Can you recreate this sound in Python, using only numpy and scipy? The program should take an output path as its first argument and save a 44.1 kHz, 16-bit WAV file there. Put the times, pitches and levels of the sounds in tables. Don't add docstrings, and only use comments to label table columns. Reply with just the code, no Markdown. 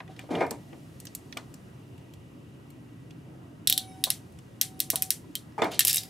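import sys
import numpy as np
from scipy import signal
from scipy.fft import rfft, irfft
from scipy.io import wavfile

SR = 44100
rng = np.random.default_rng(int(sys.argv[2]) if len(sys.argv) > 2 else 0)


def log_audio(samples):
    frames = np.atleast_2d(samples).T
    limited = np.clip(frames, -1, 1)
    pcm = np.round(limited * 32767).astype(np.int16)
    wavfile.write(sys.argv[1], SR, pcm)


def voltage_ratio(level):
    return 10 ** (np.asarray(level, float) / 20)


N = 268569
SMALL_PART_HZ = np.geomspace(1500, 14000, 14)
KNOCK_HZ = np.geomspace(250, 2200, 14)

# centre_hz, width_hz, lift_db
STEEL_HUMPS = [(1930, 150, 7), (2660, 260, 0.5), (3130, 300, 6), (3800, 870, 5), (4500, 290, 0),
               (5520, 400, 4.5), (9300, 490, 2), (10270, 1300, 4.5), (12350, 720, 6.5), (15400, 600, -5)]


def steel_body():
    return body(1200, 15800, STEEL_HUMPS, short_s=0.0065, long_s=0.078, count=330)


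# start_s, peak_db, jaw_ring_db, brightness_db_per_octave
PAWL_SNAPS = [(3.673, 0, 9.5, 0), (3.6983, -2, 10, 0), (3.725, -3, 11.5, 3), (3.7774, -4, 13, 1),
              (4.0393, -0.5, 9, 0.5), (4.103, -0.6, -1, -0.5), (4.6127, -1, -1.5, -0.5),
              (4.7926, -31, -5, 0), (4.8022, -1.5, -0.5, 0.5), (4.902, -4, -3, 1), (4.9574, -5, 1, 0),
              (5.0222, -2.5, -6.5, 1.5), (5.1049, -1.5, -5.5, 0.5), (5.3533, -10.5, 5, 0.5),
              (5.7924, 3.5, 2.5, 0)]
# pitch_hz, level_db
SNAP_COLOUR = [(1900, -14), (3700, -7.5), (6500, -6), (11000, -1.5)]


def snaps(hz):
    octaves = np.log2(hz / 3700)
    jaw = np.exp(-(octaves / 0.31) ** 2)
    shared_db = at_hz(SNAP_COLOUR, hz)
    return [(s, db, *(shared_db + jaw_db * jaw + tilt_db * octaves)) for s, db, jaw_db, tilt_db in PAWL_SNAPS]


# start_s, peak_db, pitch_hz, fall_db_per_octave
PAWL_SKIPS = [(5.8063, -6, 4500, 2), (5.8496, 0, 11100, 6.5), (5.8721, -6, 11100, 7),
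              (5.8803, -4.5, 9000, 4.5), (5.888, -19.5, 3800, 12), (5.8958, -9, 9100, 5),
              (5.9105, -11.5, 6500, 15), (5.9294, -7.5, 11200, 7.5), (5.9448, -6.5, 11100, 16),
              (5.9586, -5, 11100, 16), (5.97, -7.5, 7500, 9), (5.9813, -11.5, 5840, 10)]


def pawl(steel):
    blows = snaps(SMALL_PART_HZ) + favouring(PAWL_SKIPS, SMALL_PART_HZ)
    return strikes(blows, SMALL_PART_HZ, steel, chatter_s=0.00066, bounce_share=0.12, spread=0.18, crack=0.6)


# start_s, hold_s, level_db
RATTLE_SWELLS = [
    (5.794, 0.021, -49),
    (5.858, 0.093, -30),
]


def rattle(steel):
    gain = swells(*np.transpose(RATTLE_SWELLS), attack_s=0.016, release_db_per_s=304)
    return gain * shaken(steel, tilt_db=1.0, clump_db=6.0)


# start_s, hold_s, fundamental_db, overtones_db against it
SING_SWELLS = [
    (0.063, 0.016, -55, -30),
    (3.679, .41, -53, 0),
    (4.596, 0.36, -61, -7),
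    (4.95, 0.11, -54, -13),
    (5.808, .3, -61.5, -8),
]
# multiple, level_db
SING_LINES = [(1, 5.5), (2, -23.5), (3, -18.5), (4, -26), (5, -16), (7, -18), (8, -25), (10, -26),
              (11, -22.5), (12, -21), (13, -9.5), (14, -16)]


def singing():
    pitch_hz = 756.5 * (1 + 0.0012 * drift(18.0))
    turn = 2 * np.pi * np.cumsum(pitch_hz) / SR
    overtones = sum(voltage_ratio(db + 4.7 * drift(25.2)) * np.sin(k * turn + k * k) for k, db in SING_LINES[1:])
    s, hold, db, overtone_db = np.transpose(SING_SWELLS)
    lag_s = 0.092
    bloom = swells(s, hold / 2 - lag_s / 2, overtone_db, lag_s, release_db_per_s=89)
    press = swells(s, hold, db, attack_s=0.032, release_db_per_s=499, sag_db_per_s=10.5)
    return np.sqrt(2) * press * (np.sin(turn) + bloom * overtones)


# start_s, pitch_hz, level_db
PING_NOTES = [
    (5.6197, 3550, -24.5),
    (5.3535, 3150, -27),
    (0.4074, 2200, -29.5),
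    (0.1921, 2400, -38.5),
    (5.8063, 1800, -27.5),
    (5.98, 3800, -25),
    (5.0225, 2500, -34.5),
]


def pings():
    out = np.zeros(N + SR)
    t = np.arange(SR // 4) / SR
    for s, hz, db in PING_NOTES:
        decay = voltage_ratio(db - 60 * t / 0.06)
        out[round(s * SR):][:len(t)] += decay * np.sin(2 * np.pi * hz * t)
    return out[:N]


def plastic_body():
    return body(1300, 15500, [(4080, 200, 3.0)], short_s=0.0027, long_s=0.03, count=200)


# start_s, peak_db, pitch_hz, fall_db_per_octave
WIRE_TICKS = [(0.0037, -32.5, 1790, 17), (0.0777, -44, 2400, 15), (0.1638, -47, 2800, 12),
              (0.1921, -30.5, 2800, 4), (0.3516, -27, 2600, 17), (0.4074, -25.5, 2100, 12),
              (0.4487, -38, 1900, 19), (0.4654, -41, 1900, 0), (0.5083, -23.5, 8800, 7.5),
              (0.7313, -43, 2700, 22), (1.001, -32, 8500, 5.5), (1.0528, -33.5, 9000, 7),
              (1.0689, -34.5, 5000, 15), (1.1497, -22.5, 10900, 9), (1.3253, -31.5, 3220, 16),
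              (1.371, -21, 2640, 6.5), (1.5404, -38.5, 6100, 9), (1.9785, -50, 2410, 3),
              (2.1366, -42, 6500, 4), (2.7035, -45, 9200, 4.5), (3.1067, -42, 3800, 14),
              (4.3226, -53, 9900, 7), (4.3877, -44, 3200, 7.5), (0.213, -46, 3800, 12),
              (5.522, -49.5, 1890, 10.5), (5.6197, -24, 3700, 13), (5.6431, -25, 1900, 2.5),
              (5.7169, -33, 9000, 2.5), (5.7428, -33, 6000, 8)]


def ticks(plastic):
    blows = favouring(WIRE_TICKS, SMALL_PART_HZ)
    return strikes(blows, SMALL_PART_HZ, plastic, chatter_s=0.0034, bounce_share=0.4, spread=0.29, crack=0.098)


# centre_hz, width_hz, lift_db
BENCH_HUMPS = [(266, 13, 3.5), (321.6, 31, 7.5), (356, 27, 6.5), (468, 58, 11), (608, 20, 2),
               (651.5, 19, 14), (685.4, 22, 17.5), (770.4, 15.3, 9.5), (1001, 40, 9.5), (1227, 45, 9),
               (1664, 19, 16), (2145, 82, 14.5), (2380, 31, 20.5), (2930, 650, -16.5), (3560, 21, 7.5)]


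def bench_body():
    return body(168.2, 3700, BENCH_HUMPS, short_s=0.028, long_s=0.13, count=150)


# start_s, peak_db, pitch_hz, fall_db_per_octave
BENCH_KNOCKS = [(0.003, -38.5, 750, 12), (0.089, -44, 600, 10), (0.192, -39.5, 1800, 4),
                (0.236, -44.5, 550, 26), (0.291, -35.5, 497, 7), (0.308, -21.5, 300, 15),
                (0.408, -16.5, 550, 16), (0.428, -25, 553, 24), (0.509, -27, 300, 4),
                (0.727, -38.5, 352, 7.5), (1.368, -32.5, 900, 9), (4.069, -35, 850, 11),
                (4.933, -28, 780, 14), (5.58, -24, 810, 25), (5.619, -11, 920, 3.5), (5.654, -25, 865, 24),
                (5.719, -37, 300, 3)]


def knocks(bench):
    blows = favouring(BENCH_KNOCKS, KNOCK_HZ)
    return strikes(blows, KNOCK_HZ, bench, chatter_s=0.0066, bounce_share=0.14, spread=0.35, crack=0.19)


# start_s, hold_s, weight_db, then judder_db and slide_db against it
DRAG_STROKES = [
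    (.085, 0.027, -67.5, 7.5, 8),
    (.155, 0.074, -56, -6, -5),
    (.295, 0.083, -29, -3, -18.5),
    (0.399, .008, -34, 11.5, -29),
    (0.493, 0.015, -37.5, -5, -19),
    (5.574, 0.012, -40.5, 10, -17),
    (5.616, 0.012, -28, 2, -13),
    (5.699, 0.048, -49, -3, 8),
]
# pitch_hz, level_db per Hz
RUBBED_SURFACE = [(900, -6), (1500, -4), (3000, 8.5), (4500, 5), (8000, -5.5), (11000, -5.5), (15000, -28)]


def drag(bench):
    shake = shaken(bench, tilt_db=-6.5, clump_db=-2.0) + shaken(bench, tilt_db=-7.5, clump_db=1.0)
    upper = high_pass(shake, 570)
    lower = signal.sosfilt(signal.butter(4, 520, fs=SR, output="sos"), shake)
    rubbing = rng.standard_normal(N) * voltage_ratio(2.0 * drift(37.0))
    shape = voltage_ratio(at_hz(RUBBED_SURFACE, np.fft.rfftfreq(N, 1 / SR) + 1))
    hiss = irfft(rfft(rubbing) * shape, N)
    s, hold, weight_db, judder_db, slide_db = np.transpose(DRAG_STROKES)
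    out = 0
    for db, part in [(0, lower), (judder_db, upper), (slide_db, hiss)]:
        stroke = swells(s, hold, weight_db + db, attack_s=0.017, release_db_per_s=320, sag_db_per_s=11.5)
        out = out + stroke * rms_one(part)
    return out


# start_s, peak_db, pitch_hz, fall_db_per_octave
HAND_JOLTS = [
    (4.935, -34.5, 400, 16),
    (5.24, -50.5, 890, 20),
    (5.765, -37.5, 280, 20),
    (5.793, -41, 700, 8),
    (5.85, -34.5, 500, -1),
]


def jolts(bench):
    blows = favouring(HAND_JOLTS, KNOCK_HZ)
    hits = strikes(blows, KNOCK_HZ, bench, chatter_s=0.005, bounce_share=0.18, spread=0.3, crack=0.1)
    return high_pass(hits[:2], 140)


# pitch_hz, t60_s
ROOM_RING = [(200, 0.41), (1000, 0.19), (3000, 0.18), (8000, 0.18), (15000, 0.21)]
# pitch_hz, level_db
ROOM_LEVEL = [(200, -14.5), (1000, -6.5), (3000, -10), (8000, -7.5), (15000, -23.5)]


def shop(x):
    t = np.arange(SR // 2) / SR
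    tail = 0
    for hz, pair in bands(len(t)):
        tail = tail + voltage_ratio(at_hz(ROOM_LEVEL, hz) - 60 * t / at_hz(ROOM_RING, hz)) * pair
    shared, own = tail * (1 - np.exp(-t / 0.00058)) / np.sqrt(0.0054 * SR)
    sides = np.array([shared + 0.47 * own, shared - 0.2 * own])
    return signal.fftconvolve(x[None], sides, axes=1)[:, :N]


# pitch_hz, level_db per Hz
VENT_RUMBLE = [(11, -76), (18, -47.5), (48, -24), (66, -13.5), (138, 0.5), (194, -11.5), (291, -7),
               (331, -17), (353, -14), (519, -20.5), (730, -22.5), (886, -25.5), (1790, -32.5),
               (1910, -42.5), (3000, -33.5), (3900, -73.5), (6600, -120)]
# pitch_hz, level_db per Hz
AIR_HISS = [(880, -45.5), (1500, -27), (1940, -8.5), (2490, -8.5), (2800, -5.5), (3590, -2), (10500, -6),
            (14600, -12), (16000, -37)]
# pitch_hz, likeness (0 to 1)
STEREO_LIKENESS = [(60, 0.97), (130, 0.97), (290, 0.77), (640, 0.052), (1410, 0.018), (3100, 0.52),
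                   (6820, 0.81), (15000, 0.56)]
# start_s, hold_s, hiss_db
SLEEVE_STIRS = [
    (0, 1, -72),
    (3.597, 0.058, -70.5),
    (4.493, 0.2, -72),
    (5.7, .4, -61),
]
# pitch_hz, width_hz, level_db
DUCT_WHISTLES = [(1932, 35, -73), (2820, 280, -73)]


def air():
    rumble, hiss = 0, 0
    for hz, (mid, side) in bands(N):
        alike = np.clip(at_hz(STEREO_LIKENESS, hz), 0, 1)
        pair = np.sqrt(1 + alike) * mid + np.sqrt(1 - alike) * side * [[1], [-1]]
        rumble = rumble + voltage_ratio(at_hz(VENT_RUMBLE, hz) + 1.7 * drift(3.5)) * pair
        hiss = hiss + voltage_ratio(at_hz(AIR_HISS, hz)) * pair
    stirring = swells(*np.transpose(SLEEVE_STIRS), attack_s=0.34, release_db_per_s=21.5)
    out = voltage_ratio(-47.5) * rms_one(rumble) + (voltage_ratio(-70.5) + stirring) * rms_one(hiss)
    for hz, width, db in DUCT_WHISTLES:
        gain = voltage_ratio(db + 1.5 * drift(0.82))
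        b, a = signal.iirpeak(hz, hz / width, SR)
        out += gain * rms_one(signal.lfilter(b, a, rng.standard_normal((2, N))))
    return out


def body(low_hz, high_hz, humps, short_s, long_s, count):
    hz = np.sort(rng.uniform(np.sqrt(low_hz), np.sqrt(high_hz), count) ** 2)
    t60 = short_s * (long_s / short_s) ** (rng.random(count) ** 2)
    lift_db = sum(db / (1 + (2 * (hz - centre) / width) ** 2) for centre, width, db in humps)
    t = np.arange(SR // 10) / SR
    weight = (short_s / t60) ** 0.28
    decay = voltage_ratio(-60 * np.outer(1 / t60, t))
    return hz, lift_db, weight[:, None] * np.sin(2 * np.pi * np.outer(hz, t)) * decay


def strikes(events, colour_hz, modes, chatter_s, bounce_share, spread, crack):
    hz, lift_db, rings = modes
    out = np.zeros((3, N + SR))
    draws = rng.standard_normal((len(events), 2 * len(hz) + 600))
    grid = np.fft.rfftfreq(256, 1 / SR)
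    for (s, peak_db, *colour), draw in zip(events, draws):
        strength, aim, bounce = np.split(draw, [len(hz), 2 * len(hz)])
        colour_db = lift_db + np.interp(np.log(hz), np.log(colour_hz), colour)
        uneven = np.tanh(2 * strength) + spread * aim * [[1], [-1]]
        ring = (uneven * voltage_ratio(colour_db)) @ rings
        contact = bounce_share * bounce * np.abs(bounce) * np.exp(-np.arange(600) / SR / chatter_s)
        contact[8] = 1
        spectrum = voltage_ratio(np.interp(grid, hz, colour_db, -90, -90)) / (grid + 300) ** 0.25
        smooth = np.roll(irfft(spectrum), 24)
        blow = signal.fftconvolve(ring, contact[None], axes=1)
        blow /= np.linalg.norm(blow[0])
        smooth /= np.linalg.norm(smooth)
        blow[:, :256] += crack * np.sign(bounce[0]) * smooth
        gain = voltage_ratio(peak_db) / np.abs(blow.mean(axis=0)).max()
        at = round(s * SR)
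        out[:2, at:at + blow.shape[1]] += gain * blow
        out[2, at:at + 256] += gain * smooth
    return out[:, :N]


def favouring(rows, hz):
    return [(s, db, *(-fall_db * np.abs(np.log2(hz / centre)))) for s, db, centre, fall_db in rows]


def shaken(modes, tilt_db, clump_db):
    hz, lift_db, rings = modes
    grains = rng.standard_normal(N) ** 3 * voltage_ratio(clump_db * drift(60.0))
    strength = rng.choice([-1, 1], len(hz)) * voltage_ratio(lift_db + tilt_db * np.log2(hz / hz[0]))
    return rms_one(signal.fftconvolve(grains, strength @ rings)[:N])


def swells(start_s, hold_s, top_db, attack_s, release_db_per_s, sag_db_per_s=0):
    t = np.arange(0, N + 32, 32) / SR
    age = t - np.c_[start_s]
    after = np.clip(age - attack_s - np.c_[hold_s], 0, None)
    db = np.c_[top_db] - sag_db_per_s * age.clip(0) - release_db_per_s * after
    gain = np.clip(age / attack_s, 0, 1) ** 2 * voltage_ratio(db)
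    return np.interp(np.arange(N) / SR, t, gain.sum(axis=0))


def drift(rate):
    r = np.exp(-80 * np.pi * rate / SR)
    slow = signal.lfilter([1], [1, -2 * r, r * r], rng.standard_normal(N // 40 + 2002))[2000:]
    return np.interp(np.arange(N) / 40, np.arange(len(slow)), rms_one(slow))


def bands(size):
    edges = 20 * 2 ** np.arange(0, 9.9, 0.4)
    white = rng.standard_normal((2, 2, size))
    for k, (low, high) in enumerate(zip(edges, edges[1:])):
        sos = signal.butter(2, [low, high], "band", fs=SR, output="sos")
        yield np.sqrt(low * high), signal.sosfilt(sos, white[k % 2])


def high_pass(x, hz):
    return signal.sosfilt(signal.butter(4, hz, "high", fs=SR, output="sos"), x)


def rms_one(x):
    return x / np.sqrt(np.mean(x ** 2) + 1e-20)


def at_hz(points, hz):
    table_hz, value = np.array(points).T
    return np.interp(np.log(hz), np.log(table_hz), value)


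def scene():
    steel, plastic, bench = steel_body(), plastic_body(), bench_body()
    tool = high_pass(pawl(steel) + rattle(steel), 1780)
    wires = high_pass(ticks(plastic), 1100) * voltage_ratio([[0], [0], [-5.0]])
    thuds = high_pass(knocks(bench) + voltage_ratio(-4.0) * drag(bench), 120)
    near = tool + wires + thuds
    direct = near[:2] * voltage_ratio([[-0.2], [0.2]])
    return direct + shop(near[2]) + singing() * voltage_ratio([[1.5], [2.5]]) + air() + jolts(bench) + pings()


def roll_off(x):
    return signal.sosfilt(signal.butter(12, 16820, fs=SR, output="sos"), x)


def record(dry):
    limited = 2 * np.tanh(dry / 2)
    heard = signal.sosfilt(signal.butter(12, 15500, fs=SR, output="sos"), limited)
    return roll_off(heard)


dry = scene()
out = record(dry)
log_audio(out)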